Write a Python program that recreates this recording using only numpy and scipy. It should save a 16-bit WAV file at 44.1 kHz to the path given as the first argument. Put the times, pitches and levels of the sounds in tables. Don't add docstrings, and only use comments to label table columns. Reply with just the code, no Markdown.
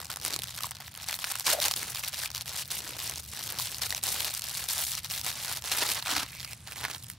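import sys
import numpy as np
from scipy import signal
from scipy.fft import rfft, irfft
from scipy.io import wavfile

SR = 44100
rng = np.random.default_rng(int(sys.argv[2]) if len(sys.argv) > 2 else 0)


def gain_from_decibels(decibels):
    exponent = np.asarray(decibels, float) / 20
    return 10 ** exponent


def pcm_store(signal):
    levels = np.round(np.clip(np.atleast_2d(signal), -1, 1) * 32767)
    wavfile.write(sys.argv[1], SR, levels.astype(np.int16).T)


N = 316715

# [t/s, peak level/dB, crease f/Hz]
CREASE_SNAPS = [(0.002, -23, 3360), (0.01, -37, 2760), (0.0153, -25.5, 7120), (0.027, -29, 1000),
                (0.0313, -32.5, 7610), (0.0461, -27, 7120), (0.0551, -27.5, 5430), (0.068, -35.5, 7120),
                (0.1003, -27, 2410), (0.1028, -23, 8150), (0.1154, -23, 4740), (0.1255, -26, 4140),
                (0.139, -25, 1140), (0.16, -22, 7120), (0.1706, -23, 1130), (0.1994, -30, 4740),
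                (0.214, -28, 5430), (0.2215, -27, 3620), (0.2321, -30.5, 5810), (0.2425, -29, 8720),
                (0.2498, -16, 9330), (0.2617, -16, 2110), (0.2705, -27, 6220), (0.2844, -28, 4740),
                (0.3034, -29.0, 4430), (0.306, -23, 5430), (0.3185, -31, 5430), (0.3266, -22, 5430),
                (0.3354, -19, 4140), (0.3406, -17.5, 3870), (0.3623, -15.5, 4430), (0.397, -27, 4430),
                (0.4348, -21.5, 8150), (0.4399, -22, 3870), (0.457, -33.0, 1500), (0.472, -27.5, 4140),
                (0.4832, -27, 4140), (0.4929, -29, 1140), (0.5059, -36, 8720), (0.508, -34.5, 4140),
                (0.513, -35.0, 3380), (0.5207, -36, 4140), (0.5245, -37, 3380), (0.5408, -30, 3380),
                (0.5462, -28, 3620), (0.5514, -29, 4140),
                (0.5632, -29.5, 13080), (0.5758, -24, 6220), (0.5801, -23.5, 2110), (0.588, -25, 4740),
             (0.6068, -23, 1140), (0.6248, -29, 9330), (0.634, -16.5, 3870), (0.6439, -28, 1000),
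             (0.667, -28, 9330), (0.7094, -23, 11430), (0.716, -27, 1230), (0.75, -32, 5070),
             (0.755, -32, 4430), (0.768, -31, 5070), (0.8027, -27, 1000), (0.807, -25, 2410),
             (0.822, -32.5, 2410), (0.8794, -26, 2250), (0.919, -37.0, 2250), (0.941, -32, 11430),
             (0.9506, -28, 3870), (0.9607, -33, 12230), (0.9749, -27, 9330), (1, -31.5, 3380),
             (1.013, -29, 3380), (1.0214, -28, 6650), (1.0328, -33, 6650), (1.0417, -25, 3380),
             (1.0865, -16.5, 4430), (1.0965, -27, 2250), (1.1105, -22.5, 10680), (1.1223, -23.0, 3870),
             (1.1276, -19, 3380), (1.1413, -18, 3380), (1.1893, -20, 1140), (1.2421, -15, 2110),
             (1.2465, -21.5, 5430), (1.2705, -24, 1140), (1.3061, -31, 4200), (1.3148, -19.0, 8100),
             (1.3197, -18.5, 9980), (1.3548, -16, 1140), (1.357, -31, 8720), (1.3868, -26.0, 9980),
             (1.397, -19, 8720), (1.407, -22, 5810),
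                (1.463, -19, 9330), (1.4711, -24, 3620), (1.491, -20, 5430), (1.601, -16, 3870),
              (1.6153, -26, 8720), (1.6262, -16, 4430), (1.6312, -15.5, 6220), (1.6405, -15, 3580),
              (1.6524, -11, 2580), (1.6571, -13, 6220), (1.6826, -11, 4740), (1.7118, -15.5, 4740),
              (1.738, -15, 4430), (1.7626, -19.0, 7120), (1.7738, -24.5, 3870), (1.8298, -18.5, 2250),
              (1.8986, -29, 6650), (1.909, -33, 3620), (1.946, -27.5, 8665), (1.9483, -21, 5810),
              (1.958, -21, 4140), (1.9736, -26, 2580), (1.9981, -32, 6220), (2.038, -20, 2110),
              (2.0473, -21, 4740), (2.0773, -21.0, 4140), (2.0817, -20.5, 11430), (2.1373, -24, 3380),
              (2.1433, -19.5, 5070), (2.1812, -30, 3870), (2.1858, -33, 5070), (2.1913, -22, 4740),
              (2.236, -22, 1610), (2.2464, -27, 6220), (2.259, -20, 2950), (2.303, -25, 5070),
              (2.3151, -26.5, 5430), (2.3483, -20.5, 3620), (2.3568, -24, 6220), (2.3607, -22, 4430),
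              (2.369, -26.0, 4740), (2.3788, -22, 5070), (2.41, -23, 4740), (2.4164, -25.5, 7120),
              (2.421, -25, 4740), (2.458, -25, 3620), (2.4788, -24.0, 3380), (2.493, -21.5, 5810),
                (2.5175, -31, 5430), (2.5639, -24, 4740), (2.5727, -28, 3160), (2.595, -25, 3160),
              (2.656, -34, 5070), (2.705, -24.5, 4430), (2.7108, -38, 4740), (2.7159, -20, 4140),
              (2.7212, -22, 3870), (2.8042, -24, 3620), (2.8459, -28, 4430), (2.8766, -25, 5070),
              (2.8918, -24, 1720), (2.9087, -28, 12230), (2.9853, -28.5, 5810), (2.9901, -27, 9330),
              (3.001, -21, 3870), (3.0326, -33, 3870), (3.0673, -26.0, 3870), (3.077, -28, 3870),
              (3.0964, -19, 5810), (3.1107, -26, 4430), (3.1377, -26, 5430), (3.158, -26, 5430),
              (3.1695, -35, 5060), (3.176, -30.5, 5810), (3.181, -27, 6650), (3.195, -31.0, 5430),
              (3.1985, -27, 6650), (3.2409, -34, 3620), (3.289, -38, 5430), (3.3023, -39, 10680),
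              (3.3215, -39, 4430), (3.3488, -29, 4740), (3.3732, -27, 5070), (3.392, -25, 6220),
              (3.4095, -24, 3620), (3.463, -29, 8720), (3.4702, -28.5, 6650), (3.4762, -25, 3620),
              (3.502, -22, 13080), (3.523, -21, 13080),
                (3.587, -17.5, 3380), (3.5985, -19, 5810), (3.7169, -25, 9980), (3.724, -25, 4140),
                (3.7452, -24, 5070), (3.7679, -30, 4740), (3.7834, -24, 6650), (3.8195, -21, 5430),
                (3.8251, -22.0, 4740), (3.8338, -19, 5430), (3.8652, -20, 2110), (3.9054, -16.5, 3870),
                (3.9257, -22, 1840), (3.9478, -17, 5070), (3.9787, -22, 1970), (4.037, -17, 8720),
                (4.068, -16.5, 3620), (4.11, -28, 3620), (4.2047, -14, 3620), (4.246, -16, 2950),
                (4.2581, -24, 9330), (4.3084, -26.5, 8720), (4.3394, -20, 10680), (4.3491, -20, 6650),
                (4.376, -23.0, 6650), (4.394, -21, 4740), (4.4198, -19.5, 4430), (4.4407, -20, 2580),
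                (4.4856, -24.0, 9330), (4.4947, -23, 6220), (4.5504, -22.0, 3620), (4.5738, -26, 4430),
                (4.5807, -26, 6650), (4.6402, -24.0, 7610), (4.687, -18, 4140), (4.7803, -17, 4740),
                (4.81, -25, 4740), (4.8218, -25, 11430), (4.838, -20, 11430), (4.867, -21.0, 3870),
                (4.88, -22.5, 1610), (4.9516, -21, 5430), (4.9779, -28, 5810), (5.0458, -21.0, 4430),
                (5.1043, -26, 5430), (5.2134, -23, 5070), (5.2454, -26, 10680), (5.2559, -29, 5070),
              (5.2646, -24, 2580), (5.274, -21, 1970), (5.2888, -22.5, 5430), (5.2975, -25, 2950),
              (5.3737, -28.0, 3160), (5.3987, -31, 6650), (5.4476, -18.5, 2950), (5.4808, -23.0, 6220),
              (5.5139, -20, 1610), (5.526, -20, 9980), (5.6407, -26, 5840), (5.65, -27, 2950),
              (5.6739, -30, 3256), (5.8296, -21, 1720), (5.901, -18, 3870), (6.0247, -20.5, 4140),
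              (6.06, -21, 1720), (6.0715, -20, 1720), (6.081, -19, 5070), (6.0921, -18, 1230),
              (6.114, -17.0, 4140), (6.1798, -17.0, 3900),
                (6.2632, -32, 3160), (6.2884, -37.0, 2760), (6.3047, -35.0, 2760), (6.3088, -44, 5070),
               (6.35, -29, 2760), (6.357, -34, 5070), (6.373, -35.5, 2110), (6.3982, -29.5, 5430),
               (6.4038, -28, 4140), (6.4179, -32, 4740), (6.4298, -27, 2580), (6.4472, -25, 4430),
               (6.4516, -29, 2580), (6.4842, -36.5, 2110), (6.509, -36.5, 2110), (6.5162, -30, 2257),
               (6.5243, -32, 2260), (6.5321, -27, 5070), (6.5783, -48, 7120), (6.5948, -46, 2760),
               (6.6052, -41, 2580), (6.6737, -28, 4430), (6.6813, -39, 3160), (6.693, -34, 2580),
               (6.7124, -32.5, 2580), (6.7212, -24, 2250), (6.7305, -29, 2110), (6.76, -30.5, 2580),
               (6.7706, -34, 8720), (6.7885, -35, 4140), (6.8043, -27, 1970), (6.811, -27, 3400),
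               (6.8393, -23, 1720), (6.8507, -17, 1840), (6.8828, -27, 1400), (6.9082, -31, 4430),
               (6.9143, -36, 2950), (6.9473, -26, 3620), (7.0353, -37.5, 9980), (7.0429, -32, 2580),
                (0.28, -19.5, 8200), (0.39, -19, 3600), (0.42, -21, 2800), (0.107, -26, 4500),
               (0.13, -26, 1100), (6.9, -27, 2500), (5.622, -26, 5300), (5.1, -23, 4000),
               (5.718, -18, 1600), (5.757, -22, 1800), (5.786, -20, 4500), (5.89, -18, 3700),
               (7.1, -22, 1800), (4.3, -30, 5000), (4.03, -20, 6900), (7.087, -35, 2600),
               (7.115, -32, 1500), (7.135, -42, 3000), (6.281, -37, 6000), (4.41, -29, 4000)]
# [t/s, peak level/dB, f/Hz]
PANEL_POPS = [(0.101, -29, 1150), (0.17, -28, 1080), (0.606, -33, 1280), (0.643, -25.5, 1030),
              (0.669, -34, 918), (1.095, -25.5, 2240), (1.128, -29, 1870), (1.497, -21, 2170),
              (1.647, -21.5, 790), (1.712, -27, 930), (1.827, -27, 2050), (2.036, -31.5, 2250),
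              (2.235, -25.5, 1740), (3.596, -22, 1150), (3.819, -32, 1350), (3.925, -22.5, 1800),
              (4.105, -29, 665), (4.28, -29.5, 1800), (5.829, -17.5, 1770), (5.852, -21, 896)]
SNAP_DB, POP_DB = 13, 5.5


def snaps():
    creases = (CREASE_SNAPS)
    snap_s, snap_db, snap_hz = np.transpose(creases)
    pop_s, pop_db, pop_hz = np.transpose(PANEL_POPS)
    at = np.round(np.r_[snap_s, pop_s] * SR).astype(int)
    bright_db = snap_db + SNAP_DB - 6.5 + crease_colour(snap_hz, peak_db=6.5, octaves=0.45)
    bright_db = bright_db + parts_colour(at[:len(snap_s)])
    hollow_db = pop_db + POP_DB - 1.0 + crease_colour(pop_hz, peak_db=19.0, octaves=0.29)
    return film(at, np.c_[bright_db, hollow_db], shiver_ms=0.52, rise_ms=0.45, crack_db=2)


def crackle(per_s, spread_db, clump_db, shiver_ms, crowding, crack_db, extra):
    pull_db = tugs()[0]
    crowd_db = crowding * (pull_db + 42.5)
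    rate = per_s * gain_from_decibels(2 * crowd_db + clump_db * drift(90))
    at = np.flatnonzero(rng.random(N) < rate / SR)
    size_db = spread_db * np.minimum(rng.exponential(1, N), 2.5)[at] - crowd_db[at]
    pitch_octaves = 0.72 * drift(10.7) + 1.26 * rng.standard_normal(N)
    pitch_hz = 3500 * 2 ** pitch_octaves[at]
    size_db = size_db + extra * (pull_db[at] + 30.0)
    colour_db = parts_colour(at) + crease_colour(pitch_hz, peak_db=15, octaves=0.55)
    buckles = film(at, pull_db[at] + size_db + colour_db, shiver_ms, rise_ms=0.26, crack_db=crack_db)
    return buckles / np.sqrt(per_s / SR * shiver_ms)


# [start t/s, hold t/s, crackle level/dB, body against the roll level/dB,
# large panels over fine creases level/dB]
PICKING = [(0.0, 0.09, -46, 1, 5.5), (0.103, 0.0073, -37, 0, 1), (0.231, 0.12, -37.5, 10.5, 0.5),
           (0.422, 0.27, -43.5, -9, 1.5), (0.619, 0.049, -37.5, -7, -4), (0.712, 0.01, -43, -7, 1.5),
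           (0.814, 0.061, -44.5, -3.0, 3.5), (0.977, 0.11, -43.5, -11, 3.5),
           (1.074, 0.081, -36.5, -11, -0.5), (1.197, 0.11, -38.5, -5, 3), (1.305, 0.0046, -33, -9, 1),
           (1.335, 0.087, -39.5, -10, 0.5)]
TEARING = [(1.466,0.065,-26,5,3.5), (1.614,0.063,-29.5,-4,-0.5), (1.706,0.013,-33.5,-8,-0.5),
           (1.764,0.16,-36.5,10,-2), (1.896,0.0076,-37,-7,-1), (1.945,0.055,-36,-12,1),
           (2.033,0.058,-36,-14,-0.5), (2.126,0.105,-37,-3,-2.5), (2.228,0.034,-34,-18,2.5),
           (2.345,0.065,-41,-8,-2), (2.473,0.066,-38,2,0.5), (2.544,0.072,-35,-3.0,-1.5),
           (2.629,0.06,-45,7,-8), (2.712,0.076,-34.5,7,-3.5), (2.794,0.175,-40,15,1),
           (2.988,0.135,-36,6,-1.5), (3.152,0.048,-40,5.5,-6.5), (3.21,0.11,-47,2,-13)]
UNWINDING = [(3.319, 0.3, -38.5, 6.5, -1.0), (3.59, 0.096, -33.5, -7, -4.5), (3.697, 0.15, -40, 5, -1),
             (3.818, 0.042, -33, -0.5, -1.5), (3.887, 0.099, -36.5, -3, -4), (4.042, 0.25, -32, 4.5, -4),
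             (4.259, 0.12, -36.5, -31, -5.5), (4.431, 0.13, -37, -8, -4), (4.539, 0.039, -33, -6, -2.5),
             (4.595, 0.063, -36, 7.5, 0), (4.691, 0.15, -31.5, -14, -7), (4.863, 0.12, -34.5, -38, -6),
             (5.045, 0.0067, -33.5, -28, -2), (5.111, 0.077, -33, -6, -2.5), (5.244, 0.056, -32.5, -2, -1),
             (5.308, 0.17, -37, -1, 1.5), (5.432, 0.14, -34.5, 2, 0)]
PULLING_OFF = [(5.65, 0.1, -33.5, 3, 1.5), (5.715, .06, -30, 3, 4), (5.78, 0.054, -29.5, 8, 2.5),
               (5.85, 0.065, -31, 10.5, 3.5), (5.915, 0.075, -33.5, 3, 4), (6.016, .03, -40, -13, 6),
               (6.055, 0.026, -34.5, -17, 9), (6.087, 0.11, -30.5, -6, 8), (6.2, 0.036, -35, 4, 6),
               (6.291, .239, -45.5, -3, 0), (6.675, 0.058, -42, 5, 4.5), (6.765, 0.074, -40, 11, 4.5),
               (6.834, 0.017, -33.5, 6, 8.5), (6.869, 0.093, -40.5, 15.5, 7.5), (6.98, .155, -47, -12, -6)]
# [t/s, crackle level/dB]
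SETTLING = [(0, -49.5), (7.13, -56.5), (7.142, -66)]
ATTACK_DB_PER_S, RELEASE_DB_PER_S = 787, 410.5
BODY_DB, PANELS_DB, CREASES_DB, PANEL_SHARE = -3.5, -3.5, 0.47, 0.62


def tugs():
    t = np.arange(0, N + 64, 64) / SR
    events = np.transpose(PICKING + TEARING + UNWINDING + PULLING_OFF)
    start, hold, db, body_db, size_db = events[:, :, None]
    rise_db = ATTACK_DB_PER_S * np.maximum(start - t, 0)
    fall_db = RELEASE_DB_PER_S * np.maximum(t - start - hold, 0)
    each_db = db - rise_db - fall_db
    strongest = each_db.argmax(axis=0)
    rows = np.c_[t, each_db.max(axis=0), body_db[strongest], size_db[strongest]]
    pull_db, body_db, size_db = in_time(rows)
    body = BODY_DB + body_db
    panels = PANELS_DB + PANEL_SHARE * size_db
    creases = CREASES_DB - (1 - PANEL_SHARE) * size_db
    return np.maximum(pull_db, in_time(SETTLING)[0]), np.array([body, panels, creases])


def parts_colour(at):
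    centre_hz, octaves = [290, 1200, 13000], [0.6, 0.8, 0.7]
    share = np.exp(-0.5 * (np.log2(BANDS_HZ[:, None] / centre_hz) / octaves) ** 2)
    return share @ tugs()[1][:, at]


# [start t/s, end t/s, f/Hz, level/dB]
RUBS = [
    (1.441, 1.487, 6100, -38),
    (1.525, 1.6, 580, -31),
    (6.277, 6.54, 2390, -57),
    (5.72, 5.83, 3800, -51),
    (6.09, 6.25, 1560, -43.5),
    (6.4, 7.07, 8000, -57),
    (6.084, 6.243, 288, -35.5),
]


def rubs():
    t = np.arange(N) / SR
    slips = rng.random(N) < 800 * gain_from_decibels(2.2 * drift(45)) / SR
    at, db_by_band = [], []
    for start, end, hz, db in RUBS:
        here = np.flatnonzero(slips & (t > start) & (t < end))
        patch_db = db + crease_colour(hz, peak_db=25.0, octaves=0.16)
        at.append(here)
        db_by_band.append(np.repeat(patch_db, len(here), axis=1))
    return film(np.concatenate(at), np.hstack(db_by_band), shiver_ms=0.73, rise_ms=0.12, crack_db=-16)


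# [f/Hz, level/dB]
FILM_SPECTRUM = [(230, -15), (450, -9), (780, -1.5), (2900, -4), (4400, -1.5), (7600, -6), (9800, -3),
                 (15000, -8)]
BANDS_HZ = np.geomspace(210, 15600, num=17)
LEAD_CYCLES = 1.6


def film(at, db_by_band, shiver_ms, rise_ms, crack_db):
    out, white = 0, rng.standard_normal((2, 2, N))
    for k, hz in enumerate(BANDS_HZ):
        begin = np.maximum(at - int(LEAD_CYCLES * SR / hz), 0)
        kicks = np.bincount(begin, gain_from_decibels(db_by_band[k]), N)[:N] + 1e-18
        times_ms = np.array([shiver_ms, rise_ms]) * (4000 / hz) ** 0.17
        fall, rise = np.exp(-1000 / (SR * times_ms))
        swell = signal.lfilter([1 - rise], np.convolve([1, -fall], [1, -rise]), kicks)
        mid, side = white[k % 2] * swell
        mid = mid + gain_from_decibels(crack_db) * kicks * (-1) ** k
        out = out + gain_from_decibels(at_hz(FILM_SPECTRUM, hz)) * band(stereo(mid, side, hz), hz)
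    return out


def crease_colour(pitch_hz, peak_db, octaves):
    return peak_db * np.exp(-0.5 * (np.log2(BANDS_HZ[:, None] / pitch_hz) / octaves) ** 2)


def band(x, hz):
    sos = signal.butter(2, [hz / 1.145, hz * 1.145], "band", fs=SR, output="sos")
    return signal.sosfilt(sos, x)


# [f/Hz, side re mid level/dB]
WIDTH = [(60, -21), (110, -36), (200, -17), (380, -16), (700, -12.5), (1290, -15), (2380, -15), (4400, -10),
         (8120, -5), (15000, -2)]


def stereo(mid, side, hz):
    return mid + gain_from_decibels(at_hz(WIDTH, hz)) * side * np.array([[1], [-1]])


# [t/s, left over right level/dB, samples by which left leads]
PLACE = [
    (0, 0.3, 0.13),
    (5, 0.5, 0.07),
    (6.2, -1, -0.3),
    (7.18, -2.5, -1.7),
]


def at_bearing(x):
    pan_db, lead = in_time(PLACE)
    x = x + np.outer([0.5, -0.5], lead * np.gradient(x.mean(axis=0)))
    return x * gain_from_decibels(np.outer([0.5, -0.5], pan_db))


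def table_and_walls(x, t60_s):
    t = np.arange(SR // 4) / SR
    tail = rng.standard_normal((2, len(t))) * gain_from_decibels(-60 * t / t60_s) * (t > 0.002)
    tail = signal.lfilter([0.5], [1, -0.5], tail)
    tail = tail / np.sqrt(np.sum(tail ** 2, axis=1, keepdims=True))
    return signal.fftconvolve(x, tail, axes=1)[:, :N]


# [f/Hz, level/dB]
RUMBLE_SPECTRUM = [(20, -39), (36, -38), (50, -19), (75, -6.5), (100, -11), (120, -5.5), (150, -12.5),
                   (230, -22), (400, -36), (1000, -33.5), (5000, -35), (16000, -58)]
RUMBLE_DB = -53


def ventilation():
    hz = np.maximum(np.arange(N // 2 + 1) * SR / N, 10)
    mid, side = rfft(rng.standard_normal((2, N))) * gain_from_decibels(at_hz(RUMBLE_SPECTRUM, hz))
    air = rms_one(irfft(stereo(mid, side, hz), N))
    return gain_from_decibels(RUMBLE_DB + 1.7 * drift(0.48)) * air


def in_time(rows):
    s, *columns = np.transpose(rows)
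    return [np.interp(np.arange(N) / SR, s, c) for c in columns]


def at_hz(points, hz):
    f, db = np.transpose(points)
    return np.interp(np.log(hz), np.log(f), db)


def rms_one(x):
    return x / np.sqrt(np.mean(x ** 2) + 1e-20)


def drift(rate):
    r = np.exp(-40 * np.pi * rate / SR)
    noise = rng.standard_normal(N // 20 + 2002)
    slow = signal.lfilter([1], [1, -2 * r, r * r], noise)[2000:]
    return np.interp(np.arange(N) / 20, np.arange(len(slow)), rms_one(slow))


TICKS_END_S = 6.97
ROOM_T60_S = 0.1


def scene():
    ticks = gain_from_decibels(-35) * crackle(per_s=110, spread_db=4.5, clump_db=2.5, shiver_ms=0.9,
                               crowding=0.074, crack_db=1.0, extra=-0.2)
    coarse = gain_from_decibels(-26.0) * crackle(per_s=350, spread_db=3.5, clump_db=1.5, shiver_ms=0.48,
                                  crowding=0.28, crack_db=-4, extra=0)
    rustle = gain_from_decibels(-31) * crackle(per_s=1500, spread_db=6.0, clump_db=3.5, shiver_ms=0.64,
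                                crowding=0.38, crack_db=-5, extra=0.12)
    ticking = np.arange(N) < TICKS_END_S * SR
    wrapper = at_bearing(snaps() + (ticks + coarse) * ticking + rustle + rubs())
    return wrapper + gain_from_decibels(-18.0) * table_and_walls(wrapper, ROOM_T60_S) + ventilation()


def roll_off(x):
    return signal.sosfilt(signal.butter(12, 16820, fs=SR, output="sos"), x)


def record(dry):
    low_pass = signal.ellip(7, 0.5, 28, 15750, fs=SR, output="sos")
    mix = signal.sosfilt(low_pass, dry)
    return roll_off(mix)


dry = scene()
out = record(dry)
pcm_store(out)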